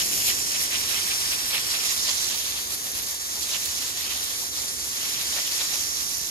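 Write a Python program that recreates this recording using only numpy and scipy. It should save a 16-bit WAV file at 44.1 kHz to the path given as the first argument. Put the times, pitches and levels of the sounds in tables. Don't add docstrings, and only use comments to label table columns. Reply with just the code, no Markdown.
import sys
import numpy as np
from scipy import signal
from scipy.fft import rfft, irfft, next_fast_len
from scipy.io import wavfile
from scipy.ndimage import map_coordinates

SR = 44100
rng = np.random.default_rng(int(sys.argv[2]) if len(sys.argv) > 2 else 0)


def to_wav(sig):
    pcm = np.clip(np.atleast_2d(sig), -1, 1) * 32767
    pcm = np.round(pcm).astype(np.int16)
    wavfile.write(sys.argv[1], SR, pcm.T)


def undo_db(level):
    steps = np.asarray(level, float) / 20
    return 10 ** steps


N = 277830

# pitch_hz, density_db (per Hz)
RUMBLE_COLOUR = [(15, -38), (25, -35), (51, 2), (76, 2.5), (163, -3), (361, 0.5), (600, -6), (763, 1),
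                 (900, -39), (1170, -41), (1980, -120)]
# start_s, level_db
RUMBLE_SWELL = [
    (0.0, -46),
    (0.6, -49),
    (2.7, -52.5),
    (3.0, -49.5),
    (3.2, -56.5),
    (3.4, -52.5),
    (6.3, -52),
]
MOTOR_HZ, MOTOR_WIDTH_HZ, MOTOR_DB = 73, 4.7, -58.5
# pitch_hz, density_db (per Hz)
NOZZLE_COLOUR = [(400, -22.5), (700, -10), (1150, -5.5), (1500, -6), (1900, -8), (3000, -6), (4500, -0.5),
                 (5600, 2.5), (7000, 0.5), (8500, -5.5), (9600, -5.5), (11000, -3.5), (13500, -12)]
# start_s, level_db
NOZZLE_LEVEL = [(0.0, -30.5), (0.37, -28), (1.24, -26), (1.51, -27.5), (1.72, -27.5), (1.98, -27),
                (2.16, -26), (2.37, -29), (2.77, -30.5), (3.28, -30), (3.67, -28.5), (3.88, -29.5),
                (4.92, -30.5), (4.98, -29), (5.3, -27.5), (5.93, -29.5), (6.3, -32)]
# start_s, lead_ms
NOZZLE_LEAD = [(0, .417), (1.0, .431), (1.9, .42), (2.8, .442), (3.7, .426), (6.3, .418)]
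# start_s, lead_ms
SPLASH_LEAD = [(0, -0.33), (1.2, -0.13), (1.5, -0.11), (2, -0.17), (2.5, -0.074), (3.7, -0.019),
               (4.2, 0.069), (5.2, 0.16), (6.3, 0.16)]
LAYER_HZ = [
    900,
    2400,
    5800,
    11000,
]
# pitch_hz, density_db (per Hz)
SPRAY_COLOUR = [(250, -39), (500, -12), (1100, -9), (1500, -10.5), (2400, -3), (4000, 2.5), (5400, 1),
                (6600, -2), (7800, 0.5), (8600, -4), (9600, -3), (10400, -0.5), (13500, -2.5)]
SPRAY_DB, BUBBLE_DB = -29, -24.5
# start_s, digging_db (into the puddle), fanning_db (out on the floor), pan_db (left-right)
AIM = [(0, 6, 1.5, 1), (.45, 5.5, -3.5, 2), (.85, 7.5, -3.5, -0.5), (1.4, 5, -3, 2), (1.88, 8.5, -1.5, -3),
       (2.03, -1, 2, -3.5), (2.25, 1.5, 3, -3), (2.58, 3, 1, 2), (2.68, -7, -3, 0.5),
       (3.33, -12, -0.5, -0.5), (3.5, 1, 1.5, -1.5), (4.1, -3, -1, -1), (4.5, -18.5, 1, -1),
       (4.92, -2.5, 0, 0.5), (4.99, 5.5, -2, -0.5), (5.55, 5, 0.5, 0.5), (5.9, -5, 0, -3),
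       (6.3, -2.5, -3, -5.5)]
# centre_s, swell_db, length_s, depth (0-2)
CROSSINGS = [(.01, 8.5, 0.042, 0.7), (.13, 2, 0.046, 0.3), (0.305, 9, 0.05, 0.2), (0.558, 10, 0.038, .3),
             (0.745, 10.5, 0.049, 0.45), (0.958, 6, 0.1, 0.46), (1.119, 7.5, 0.04, .1),
             (1.335, 8, 0.054, .2), (1.556, 8.5, 0.088, .6), (1.756, 4.5, 0.067, .8), (2.095, 11, 0.05, .7),
             (2.323, 8, 0.043, 0.7), (2.513, 0.5, 0.12, 0.3), (2.729, 10.5, 0.03, 0.3),
             (2.866, 7, 0.037, 0.6), (2.983, 9, 0.079, 0.55), (3.1, 6.5, 0.08, 0.7), (3.372, 8, 0.034, 1),
             (3.55, 10, 0.045, 0.6), (3.833, 8.5, 0.059, .6), (4.107, 9, 0.21, .3), (4.33, 11, 0.1, 0.5),
             (4.432, 10, 0.055, 0.95), (4.6, 14, 0.13, 0.54), (5.137, 0.5, 0.28, 0), (5.378, 5, 0.06, 1.8),
             (5.612, 8, 0.039, 0.8), (5.738, 6, .06, 1.0), (6, 7.5, 0.047, .6), (6.14, 0.5, .06, 0)]
# centre_s, swell_db
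SPITS = [(.14, 6.5), (.28, 8.5), (.62, 3), (.91, 4), (1.1, 4), (1.32, 6), (1.48, 4.5), (1.87, 3.5),
         (2.39, 3), (2.74, 9), (2.86, 5), (2.98, 5), (3.1, 4), (3.62, 3), (4.4, 3.5), (4.62, 0.5),
         (5.09, 3), (5.22, 0), (5.58, 2), (6.14, 3.5)]
SPIT_S = 0.053
LAYER_RESPONSE = [
    (0.49, .05, 0.041, 1.5, 0.5),
    (1.12, 0.055, 1.12, -0.015, 0.23),
    (0.12, 1.7, 0.34, -0.12, 0.46),
    (0.053, 0.15, 0.046, -.1, 0.9),
]
# centre_s, dip_db
FALTERS = [(.45, -1.5), (.68, -2.5), (1.64, -0.5), (2.67, -2), (2.8, 0), (2.92, -0.5), (3.06, -2),
           (3.18, -2.5), (3.33, 0), (3.93, -2), (4.23, 0.5), (4.5, -2.5), (4.76, -2), (4.9, -1),
           (5.5, -1.5), (5.67, -1)]
FALTER_S = 0.037
# pitch_hz, tilt_db (left-right), nozzle_likeness (0-1), splash_likeness (0-1), left_lead_rad
PORTS = [(60, -2, 0.81, .5, 0.34), (296, -1, 0.9, 0.1, -0.7), (490, -6.5, 0.19, .2, -0.5),
         (643, -2.5, 0.65, 0.98, 1), (1120, 3, 0.79, 0.98, -.5), (1580, -5, 0.96, 0.2, -1),
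         (1875, -2, 0.53, 0, 1.5), (2680, -3.5, 0.71, 0.21, 2), (4300, -3, 1, 0, -0.5),
         (6260, -1, 0.64, 0.55, 0.5), (7370, -6.5, 0.99, 0.62, 0), (8940, -4, 0.79, 0, 1.5),
         (9400, -17, 0.38, 0.68, -0.5), (10200, 3, 0.22, 0, -13.5)]
# start_s, turn, tilt, roll (about -1 to 1)
HAND = [(0, 0.79, 1, 0.88), (.4, 1.05, 0.32, 0.99), (.8, 0.73, -0.16, -0.029), (1.6, 0.81, -0.97, -0.7),
        (1.87, 0.4, 0.37, -0.57), (2.3, -0.19, 0.0027, -1.05), (2.55, -0.18, -0.24, 0.74),
        (3.3, -0.04, -0.15, .55), (3.6, -0.038, -0.038, -.45), (4.2, -0.26, -0.27, 1),
        (4.9, -.1, 0.13, -.1), (5.4, 0.14, -0.014, -0.39), (5.9, -0.013, 0.64, -1), (6.3, 0.014, 1, -0.96)]
# centre_hz, turn_hz, roll_hz (per unit), width_hz, lift_db, turn_db, tilt_db (per unit)
LEFT_RIDGES = [(5880, 30, 900, 850, 1, 4.5, 3), (8550, 1400, -100, 600, -0.6, 4.5, 1),
               (9600, 30, 30, 600, 3, -2, 4.5), (3600, 30, 30, 400, -1.4, -7, -3),
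               (12300, 30, 30, 2300, 0.4, 1.5, 5.5)]
RIGHT_RIDGES = [(6150, 870, 30, 660, 3.5, -3, 7.5), (5300, 310, 60, 670, -2.5, 7.5, 1.5),
                (8210, 30, -100, 550, -5.5, 9, -1.5), (6360, 30, 30, 370, -0.7, -3, -3),
                (9270, 30, 30, 380, -3, 3, 2.5), (12300, 30, 30, 2100, 1.7, -0.5, -5.5)]
# low_hz, high_hz, sum_share, difference_share (of blocks, 0-1), sum_db,
# difference_db
TOP_BANDS = [(10000, 10340, 1, 1, -2, -5), (10340, 11030, 1, .015, 0, -5), (11030, 13080, 1, 0, 0, 0),
             (13080, 13780, 1, .5, -2, -5), (13780, 14470, .7, 1, -6.5, -1.5), (14470, 15160, .2, 1, -6, 0),
             (15160, 15750, .01, 1, -4, 1.5)]
BLOCK, BLOCK_START = 1024, 282


def rms_one(x):
    return x / np.sqrt(np.mean(x ** 2) + 1e-20)


def in_time(rows):
    s, *columns = np.transpose(rows)
    return np.array([np.interp(np.arange(N) / SR, s, c) for c in columns])


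def coloured(x, spectrum):
    hz, level_db = np.transpose(spectrum)
    size = next_fast_len(N)
    bins = np.log(np.arange(size // 2 + 1) * SR / size + 1)
    gain = undo_db(np.interp(bins, np.log(hz), level_db))
    return irfft(rfft(x, size) * gain, size)[..., :N]


def drift(rate):
    r = np.exp(-80 * np.pi * rate / SR)
    slow = signal.lfilter([1], [1, -2 * r, r * r], rng.standard_normal(N // 40 + 2002))[2000:]
    return np.interp(np.arange(N) / 40, np.arange(len(slow)), rms_one(slow))


def swells(s, level_db, length_s):
    t = np.arange(0, N, 32)[:, None] / SR
    bells = np.exp(-2.8 * ((t - s) / length_s) ** 2)
    return np.interp(np.arange(N) / SR, t[:, 0], bells @ level_db)


def resonator(hz, r):
    return [1, -2 * r * np.cos(2 * np.pi * hz / SR), r * r]


def rumble():
    traffic = rms_one(coloured(rng.standard_normal((2, N)), RUMBLE_COLOUR))
    ring = resonator(MOTOR_HZ, np.exp(-np.pi * MOTOR_WIDTH_HZ / SR))
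    motor = signal.lfilter([1, 0, -1], ring, rng.standard_normal((2, N)))
    return undo_db(in_time(RUMBLE_SWELL)[0] + 4.0) * traffic + undo_db(MOTOR_DB) * rms_one(motor)


def nozzle():
    level_db = in_time(NOZZLE_LEVEL)[0] - 1 + 0.5 * drift(7.9)
    return undo_db(level_db) * rms_one(coloured(rng.standard_normal((2, N)), NOZZLE_COLOUR))


def jet():
    digging_db, fanning_db, pan_db = in_time(AIM)
    s, swell_db, length_s, depth = np.transpose(CROSSINGS)
    crossing_db = swells(s, swell_db, length_s)
    deep_db = swells(s, swell_db * depth, length_s)
    spit_db = swells(*np.transpose(SPITS), SPIT_S)
    causes = [digging_db, fanning_db, crossing_db, deep_db, spit_db]
    return np.array(LAYER_RESPONSE) @ causes, pan_db


def drops(per_s, spread_db):
    sizes = undo_db(spread_db * np.minimum(rng.exponential(1, (2, N)), 5)) * rng.choice([-1, 1], (2, N))
    landed = rng.random((2, N)) < per_s / SR
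    return sizes * landed + 1e-18


def bubbles(per_s, cycles, low_hz, high_hz):
    hits = drops(per_s * undo_db(0.8 * drift(2.2)), 2.3)
    dealt = rng.integers(0, 14, N)
    out = 0
    for k, hz in enumerate(np.geomspace(low_hz, high_hz, 14)):
        ring = resonator(hz, undo_db(-60 * hz / (cycles * SR)))
        out = out + signal.lfilter([0, np.sin(2 * np.pi * hz / SR)], ring, hits * (dealt == k))
    return rms_one(np.diff(out, prepend=0))


def spray(together_db, patchy_db):
    layers_db, pan_db = jet()
    swing_db = layers_db - np.mean(layers_db, axis=1, keepdims=True)
    froth = undo_db(BUBBLE_DB) * bubbles(per_s=820, cycles=30.0, low_hz=720, high_hz=6170)
    water = []
    for k in range(2):
        patter = undo_db(-4.5) * rms_one(drops(1200, 5.3))
        water.append(rng.standard_normal((2, N)) + patter + froth)
    surge = drift(21.5)
    edges = 280 * 2 ** np.arange(0, 6.1, .3)
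    out = 0
    for k, (low, high) in enumerate(zip(edges, edges[1:])):
        place = np.interp(np.log(np.sqrt(low * high)), np.log(LAYER_HZ), np.arange(4))
        share = np.clip(1 - abs(place - np.arange(4)), 0, 1)
        patches = drift(16.4) + 0.8 * drift(46)
        gain = undo_db(0.93 * share @ swing_db + together_db * surge + patchy_db * patches)
        band = signal.butter(2, [low, high], "band", fs=SR, output="sos")
        out = out + gain * signal.sosfilt(band, water[k % 2])
    return undo_db(SPRAY_DB) * rms_one(coloured(out, SPRAY_COLOUR)), pan_db - pan_db.mean()


def ports(sound, lead_ms, order):
    direct, scattered = sound
    shifted = map_coordinates(direct, [np.arange(N) - lead_ms * SR / 1000], order=5, mode="mirror")
    hz, *columns = np.transpose(PORTS)
    size = next_fast_len(N)
    table = [np.interp(np.arange(size // 2 + 1) * SR / size, hz, c) for c in columns]
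    tilt_db, alike = table[0], np.clip(table[order], 0, 1)
    extra_rad = table[3] * (order == 1)
    right = alike * rfft(shifted, size) * np.exp(-1j * extra_rad)
    right = right + np.sqrt(1 - alike ** 2) * rfft(scattered, size)
    left = rfft(direct, size)
    return irfft([left * undo_db(tilt_db / 2), right * undo_db(-tilt_db / 2)], size)[:, :N]


def turning(heard):
    hz, s, frames = signal.stft(heard, SR, nperseg=256)
    at, *angles = np.transpose(HAND)
    turn, tilt, roll = [np.interp(s, at, angle) for angle in angles]
    for port, ridges in enumerate([LEFT_RIDGES, RIGHT_RIDGES]):
        for centre_hz, turn_hz, roll_hz, width_hz, lift_db, turn_db, tilt_db in ridges:
            ridge_hz = centre_hz + turn_hz * turn + roll_hz * roll
            shape = np.exp(-((hz[:, None] - ridge_hz) / width_hz) ** 2)
            frames[port] *= undo_db((lift_db + turn_db * turn + tilt_db * tilt) * shape)
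    return signal.istft(frames, SR, nperseg=256)[1][:, :N]


def scene():
    nozzle_lead_ms = in_time(NOZZLE_LEAD)[0]
    background = ports(rumble(), nozzle_lead_ms, order=1)
    hiss = ports(nozzle(), nozzle_lead_ms, order=1)
    water, pan_db = spray(together_db=1.37, patchy_db=1.6)
    splash = ports(water, in_time(SPLASH_LEAD)[0], order=2) * undo_db(pan_db * [[.5], [-.5]])
    pressure = undo_db(swells(*np.transpose(FALTERS), FALTER_S))
    return turning(pressure * (splash + hiss)) + background


def thinned_top(dry):
    spectra = rfft(np.array([dry[0] + dry[1], dry[0] - dry[1]]) / 2)
    hz = np.arange(N // 2 + 1) * SR / N
    blocks = np.arange(N // BLOCK + 3)
    out = irfft(spectra * (hz < TOP_BANDS[0][0]), N)
    luck = [signal.lfilter([1, 1], [1], rng.random(len(blocks))) / 2 for k in range(2)]
    for low, high, *shares, sum_db, difference_db in TOP_BANDS:
        band = irfft(spectra * (hz >= low) * (hz < high), N) * undo_db(np.array([[sum_db], [difference_db]]))
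        for k in range(2):
            kept = luck[k] <= np.quantile(luck[k], shares[k]) - (shares[k] == 0)
            fade = np.interp(np.arange(N), BLOCK_START + BLOCK * (blocks - 1), kept)
            out[k] += band[k] * np.sin(np.pi / 2 * fade) ** 2
    return np.array([out[0] + out[1], out[0] - out[1]])


def band_limit(x):
    return signal.sosfilt(signal.butter(12, 16050, fs=SR, output="sos"), x)


def record(dry):
    mix = thinned_top(dry)
    return band_limit(mix)


dry = scene()
out = record(dry)
to_wav(out)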